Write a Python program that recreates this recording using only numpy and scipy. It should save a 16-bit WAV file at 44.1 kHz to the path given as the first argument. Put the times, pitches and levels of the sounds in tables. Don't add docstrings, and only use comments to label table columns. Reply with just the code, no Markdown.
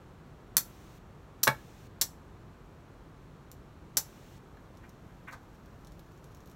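import sys
import numpy as np
from scipy import signal
from scipy.fft import rfft, irfft
from scipy.io import wavfile

SR = 44100
rng = np.random.default_rng(int(sys.argv[2]) if len(sys.argv) > 2 else 0)


def digitize_waveform(pressure):
    field = np.atleast_2d(pressure).T
    bounded = np.clip(field, -1, 1)
    quanta = np.round(bounded * 32767).astype(np.int16)
    wavfile.write(sys.argv[1], SR, quanta)


N = 288855


def amp(db):
    return 10 ** (np.asarray(db) / 20)


def rms_one(x):
    return x / np.sqrt(np.mean(x ** 2) + 1e-30)


def coloured(x, spectrum):
    size = 8192
    hz = np.maximum(np.fft.rfftfreq(size, 1 / SR), 1)
    points = np.array(spectrum)
    gain_db = np.interp(np.log(hz), np.log(points[:, 0]), points[:, 1])
    cepstrum = irfft(np.log(amp(gain_db)))
    cepstrum[1:size // 2] *= 2
    cepstrum[size // 2 + 1:] = 0
    response = irfft(np.exp(rfft(cepstrum)))
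    return signal.fftconvolve(x, response)[:len(x)]


def ring(x, hz, t60):
    r = amp(-60 / (t60 * SR))
    w = 2 * np.pi * hz / SR
    return signal.lfilter([0, np.sin(w)], [1, -2 * r * np.cos(w), r * r], x + 1e-18)


def grit(rows, rough_db, body_hz, treble_hz):
    body, middle, treble = np.zeros((3, N))
    clicks = rng.standard_normal(N) * amp(rough_db * rng.standard_normal(N))
    for s, level_db, length_ms, treble_db, body_db in rows:
        at, size = round(s * SR), max(4, round(length_ms * SR / 500))
        spectrum = rfft(clicks[at:at + size])
        even = irfft(spectrum / np.abs(spectrum), size)
        fade = np.exp(-np.linspace(0, 2, size) ** 2)
        burst = amp(level_db) * rms_one(even * fade)
        body[at:at + size] += amp(body_db) * burst
        middle[at:at + size] += burst
        treble[at:at + size] += amp(treble_db) * burst
    more_body = signal.lfilter(*signal.butter(2, body_hz, "low", fs=SR), body - middle)
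    more_treble = signal.lfilter(*signal.butter(2, treble_hz, "high", fs=SR), treble - middle)
    return middle + more_body + more_treble


def struck(excitation, modes, modes_db, broad, wander_db):
    out = coloured(excitation, broad)
    step = SR // 300
    for k, (hz, level_db, t60) in enumerate(modes):
        moves_db = wander_db * rng.standard_normal(N // step + 1)
        feed = np.repeat(amp(moves_db), step)[:N]
        mode = amp(level_db + modes_db) * ring(excitation * feed, hz, t60)
        out = out + mode * (-1) ** k
    return out


def background():
    # (relative, per Hz)
    room_tone = [(13, -31), (22, -14), (48, 0.5), (74, -4), (100, -3.5), (152, -2.5), (229, -10),
                 (356, -11), (600, -17.5), (1200, -19.5), (1700, -25.5), (2020, -29.5), (3500, -35.5),
                 (7000, -40.5), (15800, -48)]
    # (relative, per Hz)
    risen_hiss = [(800, -15.5), (2000, -5.5), (4500, -9), (6000, -7), (8500, -11.5), (10300, -13.5),
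                  (12000, -15), (15800, -13.5)]
    hiss_rises = [.57, 1.46, 3.968]
    tone_db, risen_db = -53.5, -65.5
    hold_s, ramp_s = .42, 0.0089
    t = np.arange(N) / SR
    on = sum(np.clip(np.minimum(t - s, s + hold_s - t) / ramp_s, 0, 1) for s in hiss_rises)
    tone = amp(tone_db) * rms_one(coloured(rng.standard_normal(N), room_tone))
    return tone + on * amp(risen_db) * rms_one(coloured(rng.standard_normal(N), risen_hiss))


def contacts():
    # start_s, level_db, gap_ms (between catches), loss_db (per catch),
    # drag_db, treble_db and body_db (both against the middle)
    strokes = [(0.5680, -10, 1.67, 7.6, -24, 1.5, -4), (1.4319, -19.5, 2.5, -1.3, -32, 1, -6),
               (2.0127, -18.5, 2.1, 0.5, -29, -7, -4.5), (3.9699, -18, 4.7, 3.3, -30, -2, -2.1)]
    bite_ms, catch_share = 6.9, .72
    drag_after_ms, drag_ms, drag_body_db = 9.3, 8.0, 3
    touch_s, touch_db, touch_ms, graze_db, graze_ms = 3.5161, -34.5, .15, -67.5, 20
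    rows = [(touch_s, touch_db, touch_ms, 0, 0), (touch_s, graze_db, graze_ms, 0, 0)]
    for s, level_db, gap_ms, loss_db, drag_db, treble_db, body_db in strokes:
        for k in range(int(np.ceil(bite_ms / gap_ms))):
            catch_s = s + k * gap_ms / 1000
            rows.append((catch_s, level_db - k * loss_db, catch_share * gap_ms, treble_db, body_db))
        rows.append((s + drag_after_ms / 1000, drag_db, drag_ms, treble_db, body_db + drag_body_db))
    return rows


def steel_on_flint():
    # hz, level_db (relative), t60_s
    steel_modes = [(4030, -3, .012), (5500, -4, .008), (6300, 2.5, .008), (6990, 0, .012), (8020, -5, .01),
                   (11000, -5, .01), (11700, -4, .008), (13700, -6, .008), (14640, -3, .025),
                   (15680, -6, .025)]
    # hz, level_db
    crack = [(180, -14), (500, -12.5), (2000, -11), (2800, -18.5), (4000, -3), (6500, 0), (9000, -5.5),
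             (10300, -0.5), (12000, -2), (14500, 0), (16000, -9)]
    scrape = grit(contacts(), rough_db=4.0, body_hz=2800, treble_hz=9500)
    return struck(scrape, steel_modes, -35, crack, wander_db=3)


def steel_on_table():
    # start_s, level_db, length_ms, treble_db and body_db (against the middle)
    knocks = [(1.4714, -23.5, 2.9, 0, -2), (1.4762, -17.5, 4.5, 6.5, 4), (4.5700, -62.5, 5.5, -8, -3)]
    # hz, level_db (relative), t60_s
    table_modes = [(135, -0.5, 0.13), (208, -6, 0.1), (460, 0, 0.097), (580, -8, 0.05), (736, 3.5, 0.065),
                   (817, -5, .04), (888, 0, 0.061), (1054, -12, 0.07), (1258, -9, 0.08), (1438, 3, 0.06),
                   (1726, 20.5, 0.012), (1930, 7, 0.047), (2250, 0, 0.1), (3034, -5, 0.032),
                   (4170, -2, 0.025)]
    # hz, level_db
    rap = [(70, -31.5), (120, -11), (300, 0), (800, 8.5), (1500, 6.5), (2600, -6), (4000, -5.5),
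           (6000, -15.5), (10000, -16), (14000, -16), (16000, -40)]
    knocking = grit(knocks, rough_db=3.0, body_hz=500, treble_hz=3000)
    table = struck(knocking, table_modes, -40, rap, wander_db=2.0)
    return signal.sosfilt(signal.butter(4, 95, "high", fs=SR, output="sos"), table)


def tinder():
    # start_s, level_db, treble_db (against the middle)
    clear_ticks = [(4.7724, -56.5, -6), (4.8932, -52, -5), (5.3112, -54, -4), (5.3287, -52, -4),
                   (5.6589, -58.5, -2), (5.848, -54, -7), (5.8714, -51, -7), (5.9208, -57, -8),
                   (5.9942, -51.5, 3), (6.1189, -61.5, -3), (6.1765, -61, -3), (6.2426, -54, -11),
                   (6.3179, -63, -2), (6.3479, -52, -2), (6.3703, -58, -2), (6.405, -58, -2),
                   (6.4591, -58, 6), (6.474, -56, 3), (6.498, -55, -3), (6.514, -53.5, -4)]
    # hz, level_db
    tick_colour = [(1500, -22), (3500, -4), (6000, 2), (8500, -5), (10300, -5), (12000, -2), (15000, -5)]
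    tick_ms, crumble_db, crumble_ms = .7, -14, 9
    rustle_from_s, rustle_db, rustle_db_per_s = 4.22, -80, 3
    faint_per_s2, faint_db, faint_spread_db = 14, -51, 3
    rows = []
    for s, level_db, treble_db in clear_ticks:
        rows.append((s, level_db, tick_ms, treble_db, 0))
        rows.append((s, level_db + crumble_db, crumble_ms, treble_db, 0))
    ticks = grit(rows, rough_db=4.0, body_hz=2000, treble_hz=9000)
    since = np.arange(N) / SR - rustle_from_s
    happens = rng.random(N) < faint_per_s2 * since / SR
    faint = happens * amp(faint_db + faint_spread_db * rng.standard_normal(N))
    grains = rng.standard_normal(N) * amp(7.5 * rng.standard_normal(N))
    rustle = rms_one(grains) * amp(rustle_db + rustle_db_per_s * since)
    return coloured(ticks + (faint + rustle) * (since > 0), tick_colour)


def slides():
    # loudest_s, level_db, treble_db and body_db (both against the middle)
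    rubs = [(4.841, -54, -5.5, 5), (5.095, -62.5, -8, 2.2), (5.285, -41.5, -6.5, -5.5), (5.331, -48, 6, 12)]
    # hz, level_db
    slide_colour = [(400, -7.5), (800, 1), (1200, 9), (2300, 11.5), (2900, -0.5), (3600, 1), (7000, -11),
                    (14000, -19)]
    rise_ms, fall_ms = 8.9, 14
    ms, swells = np.arange(N) / SR * 1000, 0
    for s, level_db, treble_db, body_db in rubs:
        late = ms - s * 1000
        rise = np.exp(-(late / rise_ms) ** 2)
        fall = np.exp(-np.abs(late) / fall_ms)
        swell = amp(level_db) * np.where(late < 0, rise, fall)
        swells = swells + swell * amp([[body_db], [0], [treble_db]])
    grains = rng.standard_normal(N) * amp(4.7 * rng.standard_normal(N))
    body, middle, treble = swells * rms_one(grains)
    more_body = signal.lfilter(*signal.butter(2, 1000, "low", fs=SR), body - middle)
    lower = signal.lfilter(*signal.butter(2, 3200, "low", fs=SR), middle)
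    upper = signal.lfilter(*signal.butter(2, 3200, "high", fs=SR), treble)
    return coloured(more_body + lower + upper, slide_colour)


def room(x):
    # hz, t60_s
    room_t60 = np.array([(200, 0.12), (1000, 0.15), (4000, 0.077), (9000, 0.14), (15000, 0.044)])
    room_db, build_up_s = -6, 0.0023
    late_db, late_t60_s = -20.5, 0.313
    t = np.arange(SR // 2) / SR
    edges = [*(60 * 2.0 ** np.arange(0, 9)), 20000]
    echoes = 0
    for low, high in zip(edges[:-1], edges[1:]):
        band_filter = signal.butter(2, [low, high], "band", fs=SR, output="sos")
        band = signal.sosfilt(band_filter, rng.standard_normal(len(t)))
        t60 = np.interp(np.log(low * high) / 2, np.log(room_t60[:, 0]), room_t60[:, 1])
        decay = amp(-60 * t / t60) + amp(late_db - 60 * t / late_t60_s)
        echoes = echoes + band * decay
    echoes = echoes * np.clip(t / build_up_s, 0, 1) ** 2
    unit_energy = echoes / np.sqrt(np.sum(echoes ** 2))
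    return amp(room_db) * signal.fftconvolve(x, unit_energy)[:N]


def scene():
    close = steel_on_flint() + steel_on_table() + slides() + tinder()
    return (close + room(close) + background())[None]


def record(dry):
    # hz, level_db
    microphone = [(4300, 2), (4900, -2.5), (5400, 0.5), (7800, 0.5), (8500, -3), (9300, 0), (10300, -5),
                  (11500, 0)]
    cutoff_hz = 15850
    heard = coloured(dry[0], microphone)
    return signal.sosfilt(signal.ellip(12, .5, 70, cutoff_hz, fs=SR, output="sos"), heard)[None]


dry = scene()
out = record(dry)
digitize_waveform(out)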